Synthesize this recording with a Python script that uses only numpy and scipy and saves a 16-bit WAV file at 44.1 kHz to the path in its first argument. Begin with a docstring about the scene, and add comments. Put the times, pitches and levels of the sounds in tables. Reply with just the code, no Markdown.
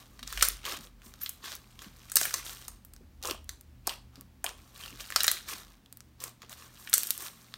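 """Hands rest in foam-bead slime on a table, close by in a small room; bubbles crackle, resonant air pockets pop.
A first squeeze soon breaks into a rush of pops, a pinhole squeaks at 1.2 s and a second squeeze breaks at 2.2 s.
Finger holes, short rising tones, plop mostly between 3.2 and 4.5 s; two more squeezes break at 5.2 and 6.9 s.
Throughout, filtered noise makes soft table thuds, rumble and hiss, a sine hums, and decaying noise echoes."""
import sys
import numpy as np
from scipy import signal
from scipy.fft import rfft, irfft, next_fast_len
from scipy.io import wavfile
from scipy.ndimage import uniform_filter1d

SR = 44100
rng = np.random.default_rng(int(sys.argv[2]) if len(sys.argv) > 2 else 0)


def output_pcm(signal):
    """Save a mono or channel-first signal as 16-bit PCM at the path in sys.argv[1].

    Samples are clipped to [-1, 1] before scaling.
    """
    pcm = np.clip(np.atleast_2d(signal).T, -1, 1) * 32767
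    wavfile.write(sys.argv[1], SR, np.round(pcm).astype(np.int16))


N = 333837
T = np.arange(N) / SR

# air pockets heard bursting one by one, loud and faint: (time [s], energy before colouring [dB],
# cavity pitch [Hz], ring of the lump re cavity [dB], tearing time before the linger factor [s])
POCKET_BURSTS = [(0.1923, -23.5, 3850, 3, .002), (0.2288, -18, 3930, -2.5, .0026),
                 (0.2764, -16, 5370, -28, 0.00034), (0.3264, -13, 8000, 1, .0006),
                 (0.375, -10.5, 2800, 16, .001), (0.41, -8.5, 2920, -21, .001), (0.425, 8, 6800, -5, .0013),
                 (0.4504, -4, 14000, -21, .0004), (0.486, 2.5, 15000, -27, .0003),
                 (0.6526, -13.5, 3260, -26, .001), (0.7221, -13.5, 4490, 1.5, .0007),
                 (1.0188, -33, 2520, 7, 0.00078), (1.139, -26.5, 4240, -2, .0004),
                 (1.2615, -14.5, 3300, -29, 0.00091), (1.293, -10, 12800, -30, .001),
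                 (1.4559, -20, 3540, 0, 0.0033), (1.5524, -19, 13000, -26, .0008),
                 (1.7913, -24, 3160, -8, 0.0009), (1.819, -25, 5000, 4, 0.0008),
                 (2.0988, -23, 6530, -9, 0.00066), (2.1182, -11, 8450, -13, .0015),
                 (2.1565, 5, 10500, -34.5, .0023), (2.1685, 5.5, 7000, -15, .001),
                 (2.2135, -3, 7530, -6, .0005), (2.2318, -8, 5990, -23, .0018),
                 (2.2537, -5.5, 13000, -1.5, .0016), (2.309, -16.5, 4470, 5, 0.00057),
                 (2.3404, -2.5, 5920, -4, .0026), (2.6816, -15, 8400, -24, .0009),
                 (2.849, -26.5, 11970, -16.5, .001), (2.9364, -27, 8860, -15.5, 0.0006),
                 (2.9636, -31.5, 5300, -7, 0.0004), (3.2268, -18.5, 5370, -16, .002),
                 (3.2373, -18, 4960, -19, .0004), (3.2983, -15.5, 2840, -25, .0008),
                 (3.2545, -13, 6550, -29, 0.00027), (3.273, -12.5, 6660, -28, .001),
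                 (3.3105, -9.5, 5430, -19, 0.00019), (3.4437, -33, 14000, -32, .0002),
                 (3.4925, -12.5, 6700, -14.5, 0.00056), (3.6108, -27, 10040, -22.5, .0002),
                 (3.871, -6, 9800, -23, 0.00039), (3.8747, -5, 6500, -11, 0.00042),
                 (3.894, -10.5, 3230, -30, .001), (4.157, -29.5, 4700, -6, 0.00073),
                 (4.2104, -23, 11260, -17, .0001), (4.4425, -6.5, 9000, -7, 0.0014),
                 (4.4639, -9.5, 3470, -28, 0.0004), (4.4914, -19.5, 5000, 2, 0.0004),
                 (4.8367, -22, 3020, -14.5, 0.00088), (4.8603, -20.5, 4260, 0, 0.00047),
                 (5.1035, -14.5, 8100, 4, 0.00049), (5.123, -14, 2000, 1.5, .0008),
                 (5.161, 4, 4030, -3.5, .001), (5.2054, -2.6, 3870, -16, .0012),
                 (5.2337, 1.5, 11920, -21, .0003), (5.2434, -2, 5990, -0.5, .0018),
                 (5.28, 4.5, 3920, -3.5, .0015), (5.2674, -6, 11900, -14, 0.00073),
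                 (5.315, 0.5, 11030, -20, .0007), (5.8605, -35, 3250, -15, 0.00055),
                 (5.9264, -22, 9500, -14, .0003), (5.972, -24.5, 11920, -22, .0003),
                 (6.0055, -25.5, 6000, -3.5, .0003), (6.203, -23.5, 5800, -25, 0.0024),
                 (6.2395, -10.5, 8800, -28, 0.00033), (6.4193, -25.5, 3660, 1.5, .0012),
                 (6.495, -25, 7500, -13, .001), (6.874, -19, 2370, 28, 0.00097),
                 (6.8963, -16, 13000, -17, 0.0013), (6.9308, -3, 4580, -6.5, .0006),
                 (6.9385, 9, 8450, -20.5, .0012), (6.9804, 1, 11920, -30, .0004),
                 (7.0333, -4.5, 12500, -29, 0.00017), (7.0707, -11, 12600, -30, 0.0013),
                 (7.1063, 3, 9850, -48, .0003), (7.178, -13, 11260, -33, .0002),
                 (7.54, -17, 3600, -1, 0.00042)]
# small bursts radiate little bass: (frequency [Hz], gain [dB])
POP_COLOUR = [(200, -13), (600, 2), (950, -8), (1350, 2.5), (2300, 1.5), (4000, 3), (9000, 0.5), (16000, 3)]
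# big, low pockets ring clearly; small, high ones only click
POCKET_HZ = 4000
POCKET_Q, CLICK_Q, Q_FALL = 1.3, 1.3, 2.6  # extra Q at POCKET_HZ, least Q, how steeply the extra Q falls with pitch
MOST_Q = 5.5

# both fists squeeze until the air breaks out: (grip [s], break [s], rush length [s], strain level [dB],
# rush level [dB], fizz re rush [dB], fade [dB/s]); levels here and below are before the trims in kneading()
SQUEEZES = [(0.275, 0.423, 0.0096, -44.5, -34, 1, 162), (1.85, 2.162, 0.088, -60, -42, 6, 130),
            (4.903, 5.166, .16, -51, -43.5, -1, 122), (6.695, 6.93, 0.01, -58, -46, 9.5, 44)]
STRAIN_DB_PER_S = 39  # the crackle grows as the pressure builds
BREAK_DB_PER_S = 3997.5  # the rush starts at once
STRAIN_FIZZ_DB, SQUEEZE_SQUELCH_DB = -1, -13.5
# slime peels off fingers or table: (start [s], length [s], crackle level [dB], squelch re crackle [dB],
# fizz re crackle [dB])
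PEELS = [(0, 0.014, -58, -2, -1), (0.657, 0.087, -39.5, -5, -5.5), (0.809, 0.05, -59, -2, 2),
         (1.045, 0.045, -65, -2, 8), (1.216, 0.052, -51.5, -20, 2.5), (1.442, 0.098, -44, -9, -5.5),
         (1.817, 0.043, -53.5, -6.5, -4), (2.343, 0.057, -45, -9, 0), (2.453, 0.074, -46.5, -9.5, 1),
         (2.559, 0.097, -55.5, -9, 1.5), (3.495, 0.032, -64, -2, 1.5), (4.14, 0.079, -70.5, 5.5, -3),
         (4.755, 0.026, -57, -7.5, -3), (5.003, 0.0078, -47, -7.5, 1.5), (5.485, 0.046, -42.5, -7.5, 0.5),
         (5.556, 0.057, -52, -5.5, -0.5), (6.217, 0.061, -51.5, -1, 3.5), (6.427, 0.0088, -58.5, 0.5, -14),
         (6.51, 0.02, -53.5, -3.5, 2.5), (6.578, 0.085, -56, -4.5, -0.5), (6.792, 0.14, -68, 3.5, 13),
         (7.205, 0.068, -48.5, -3.5, 6)]
PEEL_RISE_DB_PER_S, PEEL_SAG_DB_PER_S, PEEL_FADE_DB_PER_S = 799.5, 28, 328.5
# a finger hole is pulled open or squeezed shut: (start [s], length [s], crackle level [dB],
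# squelch re crackle [dB], fizz re crackle [dB])
PULLS = [(3.248, 0.063, -47.5, 6, 4), (3.879, 0.042, -49.5, 1.5, -1), (4.464, 0.031, -53.5, 6, -10.5),
         (4.803, 0.098, -52.5, -4.5, 0.5)]
HOLE_DB = -1.5  # the narrow neck of the hole rings, re crackle
# hands resting in the slime keep up a faint tacky crackle: (start [s], end [s], level [dB])
TOUCHES = [(0, 0.853, -68.5), (1.044, 2.745, -68.5), (4.582, 5.72, -67), (6.509, 7.57, -67)]
TOUCH_SQUELCH_DB, TOUCH_FIZZ_DB, TOUCH_FADE_DB_PER_S = -1.5, -1, 182
FIZZ_POWER = 1.42  # tiny bubbles start last and stop first

# colour of the middle-sized bubbles: (frequency [Hz], gain [dB])
CRACKLE_COLOUR = [(500, -22), (1000, -9.5), (1400, -2.5), (1800, -4.5), (2400, -6), (3100, -4.5),
                  (3900, -3), (5200, -6.5), (6500, -8), (9000, -15)]
# colour of the large bubbles: (frequency [Hz], gain [dB])
SQUELCH_COLOUR = [(150, -31), (320, -3), (500, -5.5), (800, -5.5), (1150, 1), (1500, -8), (2500, -35)]
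# colour of the tiny bubbles: (frequency [Hz], gain [dB])
FIZZ_COLOUR = [(3500, -47), (5500, 2), (7000, -2), (9300, 0.5), (10500, -7), (12000, 0.5), (15500, 1),
               (16500, -22.5)]
# colour of the bubbles in the neck of a finger hole: (frequency [Hz], gain [dB])
HOLE_COLOUR = [(1700, -23), (2600, 4), (3300, -4), (4300, -23)]

# air rushing into a finger hole: (time [s], energy [dB], starting pitch [Hz], ring time, to e^-6 [s])
HOLE_PLOPS = [(3.255, -17, 850, 0.0036), (3.297, -16.5, 574, 0.0083), (3.31, -18.5, 368, 0.013),
              (3.3107, -13, 3020, 0.003), (3.347, -24.5, 980, 0.0023), (3.8759, -8, 840, 0.0037),
              (3.885, -27, 770, 0.013), (4.444, -13.5, 740, 0.0051), (4.453, -20.5, 907, 0.015),
              (2.214, -14.5, 626, 0.0048), (2.271, -24.5, 513, 0.0026), (2.683, -24.5, 1120, 0.0033),
              (0.727, -22, 1190, 0.0078)]
# air squeaking out through a pinhole: (time [s], mean pitch [Hz], level [dB])
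SQUEAK = [(1.205, 12600, -76), (1.218, 11500, -40), (1.224, 13900, -45), (1.230, 12500, -42),
          (1.236, 14000, -28), (1.242, 15200, -52)]
# hands pressing on the table: (time of the peak [s], level [dB])
THUDS = [(0.233, -53.5), (.79, -48), (1.072, -57), (1.868, -53), (3.017, -50.5), (3.333, -56.5),
         (3.882, -69), (4.187, -53.5), (4.93, -49.5), (5.542, -59)]

# reverberation time of the room: (frequency [Hz], t60 [s])
ROOM_T60 = [(300, .26), (1300, .3), (4000, .29), (9000, .27), (16000, .2)]
# colour of the reverberation: (frequency [Hz], gain [dB])
ROOM_COLOUR = [(300, 5), (900, 2), (1400, 1.5), (2400, 3.5), (4200, 4), (7000, 2), (9300, 5.5), (10500, -3),
               (12500, 4), (16000, -4)]
# the low rumble: (time [s], level of the deep rumble near 45 Hz [dB], level of the drone near 75 Hz [dB])
RUMBLE = [(0, -59, -69), (.2, -52, -61), (.41, -43.5, -82), (.68, -61, -60), (1.4, -61.5, -62.5),
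          (2, -59, -65.5), (3.3, -56.5, -55), (4.35, -60, -60), (4.8, -59.5, -65.5), (5.6, -65.5, -66),
          (7.57, -69, -72)]
# colour of the room's hiss: (frequency [Hz], gain [dB])
AIR_COLOUR = [(20, 2), (50, -2.5), (100, -7), (160, 3), (230, 5.5), (300, -0.5), (420, -9.5), (800, -12.5),
              (2000, -16), (5000, -21), (10000, -26.5), (16000, -23)]
EDGE_HZ = 16050  # upper band limit


def pops(rows, snap_db=-14, lump_hz=1420, lump_q=1.6, grit=0.26, linger=1.3, reshape_octaves=.12,
         dry_db=-11, deep_s=.0008):
    """Impulse-excited cavity resonance, with the hollow between lump and hands; returns (direct, sent to room)."""
    out, sent, t = np.zeros(N), np.zeros(N), np.arange(512) / SR
    for s, db, hz, lump_db, seconds in rows:
        q = min(CLICK_Q + POCKET_Q * (POCKET_HZ / hz) ** Q_FALL, MOST_Q)
        push = tear(t, seconds * linger, grit)
        cavity = ring(push, hz, q)
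        hollow = ring(push, lump_hz * 2 ** (reshape_octaves * rng.standard_normal()), lump_q)
        blend = unit(cavity) + amp(lump_db) * unit(hollow) + amp(snap_db) * unit(push)
        burst = amp(db) * unit(blend)
        add(out, s, burst)
        # brief snaps on the near surface stay dry
        add(sent, s, amp(dry_db * max(1 - seconds / deep_s, 0)) * burst)
    return colour(out, POP_COLOUR), colour(sent, POP_COLOUR)


def tear(t, seconds, grit):
    """Rupture of a film: an impulse, then exponentially dying smaller snaps."""
    snaps = rng.standard_normal(len(t)) * (rng.random(len(t)) < .45)
    push = grit * snaps * np.exp(-t / max(seconds, 1e-5))
    push[:2] = 1, 0
    return np.roll(push, shift=round(SR / 4000))


def small_pops(work, per_s=45, above_db=26, ceiling_db=-47, spread_db=0.8, hz=4300, lump_db=-6, seconds=0.0005):
    """Random failure of further air pockets, louder with harder work up to a ceiling; rows as in POCKET_BURSTS."""
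    chance, size, pitch, place, shape = rng.random((1500, 5)).T
    s = place * T[-1]
    db = np.minimum(20 * np.log10(np.interp(s, T, work)), ceiling_db) + above_db
    db = db - spread_db * np.log(np.maximum(size, .1))  # most are small, a few stand out
    pocket_hz = hz * 2 ** (2 * pitch - 1)  # within an octave either way
    rows = np.transpose([s, db, pocket_hz, np.full_like(s, lump_db), 2 * seconds * shape])
    return rows[chance < per_s * T[-1] / len(s)]


def kneading(middle, large, tiny, crackle_db=-1, squelch_db=-1, fizz_db=-1):
    """Adhesive peeling as superposed bubble noise: the smaller the bubbles, the higher they ring."""
    crackle = bubbles(per_s=2200, spread_db=1.5, low_hz=1220, high_hz=6860, q=4.1, clump_db=2, points=CRACKLE_COLOUR)
    squelch = bubbles(per_s=1200, spread_db=3.5, low_hz=319.8, high_hz=1520, q=1.4, clump_db=4.5,
                      points=SQUELCH_COLOUR)
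    fizz = bubbles(per_s=8100, spread_db=4.0, low_hz=5500, high_hz=15040, q=2.5, clump_db=0.0, points=FIZZ_COLOUR)
    return amp(crackle_db) * middle * crackle + amp(squelch_db) * large * squelch + amp(fizz_db) * tiny * fizz


def bubbles(per_s, spread_db, low_hz, high_hz, q, clump_db, points, count=14):
    """Shot noise through resonators: random clicks ring bubbles of like pitch in clumps; level held even."""
    out = np.zeros(N)
    for hz in np.geomspace(low_hz, high_hz, count):
        size = amp(spread_db * np.minimum(rng.exponential(1, N), 4) + clump_db * wander(.009))
        bursting = rng.random(N) < per_s / count / SR
        clicks = size * np.sign(rng.standard_normal(N)) * bursting
        b, a = signal.iirpeak(min(hz, SR / 2.5), max(q, 1), fs=SR)
        out += signal.lfilter(b, a, clicks)
    out = colour(out, points)
    return out / np.sqrt(abs(uniform_filter1d(out ** 2, size=1800)) + 1e-12)


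def handwork():
    """Powers of independent sources add: gain curves for middle, large and tiny bubbles, and the finger holes."""
    moves = []  # (level dB, shape, squelch dB, fizz dB)
    for grip, burst, length, strain_db, rush_db, fizz_db, fade in SQUEEZES:
        held = gesture(grip, burst, PEEL_RISE_DB_PER_S, 0, PEEL_FADE_DB_PER_S)
        pressure = amp(STRAIN_DB_PER_S * np.minimum(T - burst, 0)) * held
        rush = gesture(burst, burst + length, BREAK_DB_PER_S, 0, fade)
        moves.append((strain_db, pressure, SQUEEZE_SQUELCH_DB, STRAIN_FIZZ_DB))
        moves.append((rush_db, rush, SQUEEZE_SQUELCH_DB, fizz_db))
    for s, length, db, squelch_db, fizz_db in PEELS + PULLS:
        moves.append((db, peel(s, length), squelch_db, fizz_db))
    for start, end, db in TOUCHES:
        touch = gesture(start, end, TOUCH_FADE_DB_PER_S, 0, TOUCH_FADE_DB_PER_S)
        moves.append((db, touch, TOUCH_SQUELCH_DB, TOUCH_FIZZ_DB))
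    power = np.zeros((3, N))
    for db, shape, squelch_db, fizz_db in moves:
        gains = [amp(db) * shape, amp(db + squelch_db) * shape, amp(db + fizz_db) * shape ** FIZZ_POWER]
        power += np.array(gains) ** 2
    hole = sum(amp(db + HOLE_DB) * peel(s, length) for s, length, db, *_ in PULLS)
    return (*np.sqrt(power), hole)


def peel(start, length):
    """Loss of adhesion from a surface: a quick swell, a slow sag, a quick end."""
    return gesture(start, start + length, PEEL_RISE_DB_PER_S, PEEL_SAG_DB_PER_S, PEEL_FADE_DB_PER_S)


def gesture(start, end, rise, sag, fade):
    """Exponential growth and decay: attack up to start, sagging hold and release; slopes in dB per second."""
    attack = -rise * np.maximum(start - T, 0)
    hold = -sag * np.clip(T - start, 0, max(end - start, 0))
    release = -fade * np.maximum(T - end, 0)
    return amp(np.maximum(attack + hold + release, -200))


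def sucking(hole):
    """Neck resonance: bubbles bursting in a finger hole ring in a narrow band."""
    return hole * bubbles(per_s=600, spread_db=6, low_hz=2300, high_hz=3500, q=6, clump_db=2,
                          points=HOLE_COLOUR, count=5)


def plops(rise=0.082):
    """Resonance of a changing cavity: a finger hole rings briefly, its pitch rising as it opens."""
    out, t = np.zeros(N), np.arange(3000) / SR
    for s, db, hz, seconds in HOLE_PLOPS:
        turns = np.cumsum(hz * (1 + rise * np.minimum(t / seconds, 1))) / SR
        swell = t * np.exp(-6 * t / seconds)
        add(out, s, amp(db) * unit(swell * np.sin(2 * np.pi * turns)))
    return out


def squeak(waver=0.03):
    """Whistle of air escaping through a pinhole: a sine whose frequency wavers at random."""
    hz, db = curves(SQUEAK)
    wobble = evened(uniform_filter1d(rng.standard_normal(N), size=25))
    whistle = np.sin(2 * np.pi * np.cumsum(hz * (1 + waver * wobble)) / SR)
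    sounding = (T > SQUEAK[0][0]) & (T < SQUEAK[-1][0])
    return sounding * amp(db) * evened(whistle)


def thuds(table_hz=225, q=1.9, seconds=0.0096):
    """Forced plate resonance: soft pushes through the slime set the table top drumming."""
    out, t = np.zeros(N), np.arange(SR // 5) / SR
    swell = (t / seconds / 2) ** 2 * np.exp(2 - t / seconds)  # peaks at 1 after 2 * seconds
    for s, db in THUDS:
        drum = evened(ring(ring(rng.standard_normal(len(t)), table_hz, q), table_hz, q))
        add(out, s - 2 * seconds, amp(db) * drum * swell)
    return out


def room(x, count=5):
    """Diffuse reverberation: five random echo patterns crossfade in a fixed cycle, which keeps the tail smooth."""
    out = np.zeros(N)
    for k in range(count):
        away = abs((T / .037 - k) % count - count / 2)
        share = np.cos(np.pi / 2 * np.minimum(away, 1))  # equal-power crossfade
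        out += signal.fftconvolve(x * share, echo(near_db=-6, near_s=0.0031, tail_db=-10.5))[:N]
    return out


def echo(near_db, near_s, tail_db):
    """Early reflections off hands and table, then exponential reverberant decay, each from sparse noise."""
    t = np.arange(SR // 2) / SR
    a, b, chance = rng.standard_normal((3, len(t)))
    near = unit(a * (chance > 1) * (t > .0012) * np.exp(-t / near_s))
    hz, s, z = signal.stft(b * (chance < -1), SR, nperseg=256)
    decay = amp(-60 * s / read(ROOM_T60, hz)[:, None])
    tail = signal.istft(z * decay, SR, nperseg=256)[1][:len(t)]
    tail = unit(tail * np.clip(t / 0.00204 - 1, 0, 1))  # fades in from 2 to 4 ms
    return colour(amp(near_db) * near + amp(tail_db) * tail, ROOM_COLOUR)


def background(air_db=-63.0, hum_hz=120, hum_db=-65.5, waver_db=3.0, deep_hz=45, deep_q=4, drone_hz=75, drone_q=9):
    """Ambient noise: even coloured hiss, a wavering mains hum and two rumbles that swell and sink."""
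    deep_db, drone_db = curves(RUMBLE)
    a, b, c = rng.standard_normal((3, N))
    deep = amp(deep_db) * evened(ring(ring(a, deep_hz, deep_q), deep_hz, deep_q))
    drone = amp(drone_db) * evened(ring(ring(b, drone_hz, drone_q), drone_hz, drone_q))
    hum = amp(hum_db + waver_db * wander(0.097)) * evened(np.sin(2 * np.pi * hum_hz * T))
    hiss = amp(air_db) * evened(colour(c, AIR_COLOUR))
    return deep + drone + hum + hiss


def ring(x, hz, q):
    """Damped resonance with sharpness q."""
    size = next_fast_len(2 * len(x))
    f = np.fft.rfftfreq(size, 1 / SR) + 1e-6
    return irfft(rfft(x, size) / (1 + 1j * q * (f / hz - hz / f)), size)[:len(x)]


def colour(x, points, size=2048):
    """Minimum-phase filtering to a given spectrum: causal, so clicks keep a sharp front."""
    log_gain = np.log(amp(read(points, abs(np.fft.fftfreq(size, 1 / SR)))))
    taps = np.fft.ifft(np.exp(np.conj(signal.hilbert(log_gain)))).real
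    return signal.oaconvolve(x, taps[:size // 2])[:len(x)]


def wander(seconds):
    """Random modulation: a piecewise linear curve of rms 1 with a new target every so many seconds."""
    steps = np.arange(0, T[-1] + seconds, seconds)
    return evened(np.interp(T, steps, rng.standard_normal(len(steps))))


def read(points, hz):
    """Interpolation of a spectrum on a log-frequency axis."""
    f, value = np.transpose(points)
    return np.interp(np.log(hz + 1), np.log(f + 1), value)


def curves(rows):
    """Linear interpolation of each column of a table over the whole time."""
    s, *columns = np.transpose(rows)
    return [np.interp(T, s, c) for c in columns]


def add(mix, s, sound):
    """Superposition: mixes a sound in at time s."""
    part = mix[max(round(s * SR), 0):][:len(sound)]
    part += sound[:len(part)]


def amp(db):
    """Amplitude ratio of a level in decibels."""
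    return 10 ** (np.asarray(db) / 20)


def evened(x):
    """Normalisation to rms 1."""
    return x / np.sqrt(np.mean(x ** 2) + 1e-20)


def unit(x):
    """Normalisation to energy 1."""
    return x / np.sqrt(np.sum(x ** 2) + 1e-20)


def scene(crackle_room_db=-5):
    """Superposition of direct and reflected sound: the slime is close, and longer bursts wake the room more."""
    middle, large, tiny, hole = handwork()
    bursts, sent = pops(POCKET_BURSTS)
    random_bursts, _ = pops(small_pops(middle))  # these stay dry
    air = plops() + squeak()
    crackle = kneading(middle, large, tiny) + sucking(hole)
    wet = room(sent + air + amp(crackle_room_db) * crackle)
    return (bursts + air + crackle + wet + thuds() + background() + random_bursts)[None]


def record(dry):
    """Band limiting and clipping: the deepest bass drops, the loudest pops are clipped, the top is cut."""
    x = signal.sosfilt(signal.butter(4, 34, "high", fs=SR, output="sos"), dry)
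    low_pass = signal.firwin(255, EDGE_HZ, window=("kaiser", 8), fs=SR)
    return signal.oaconvolve(np.clip(x, -.85, .85), low_pass[None], "same")


dry = scene()
out = record(dry)
output_pcm(out)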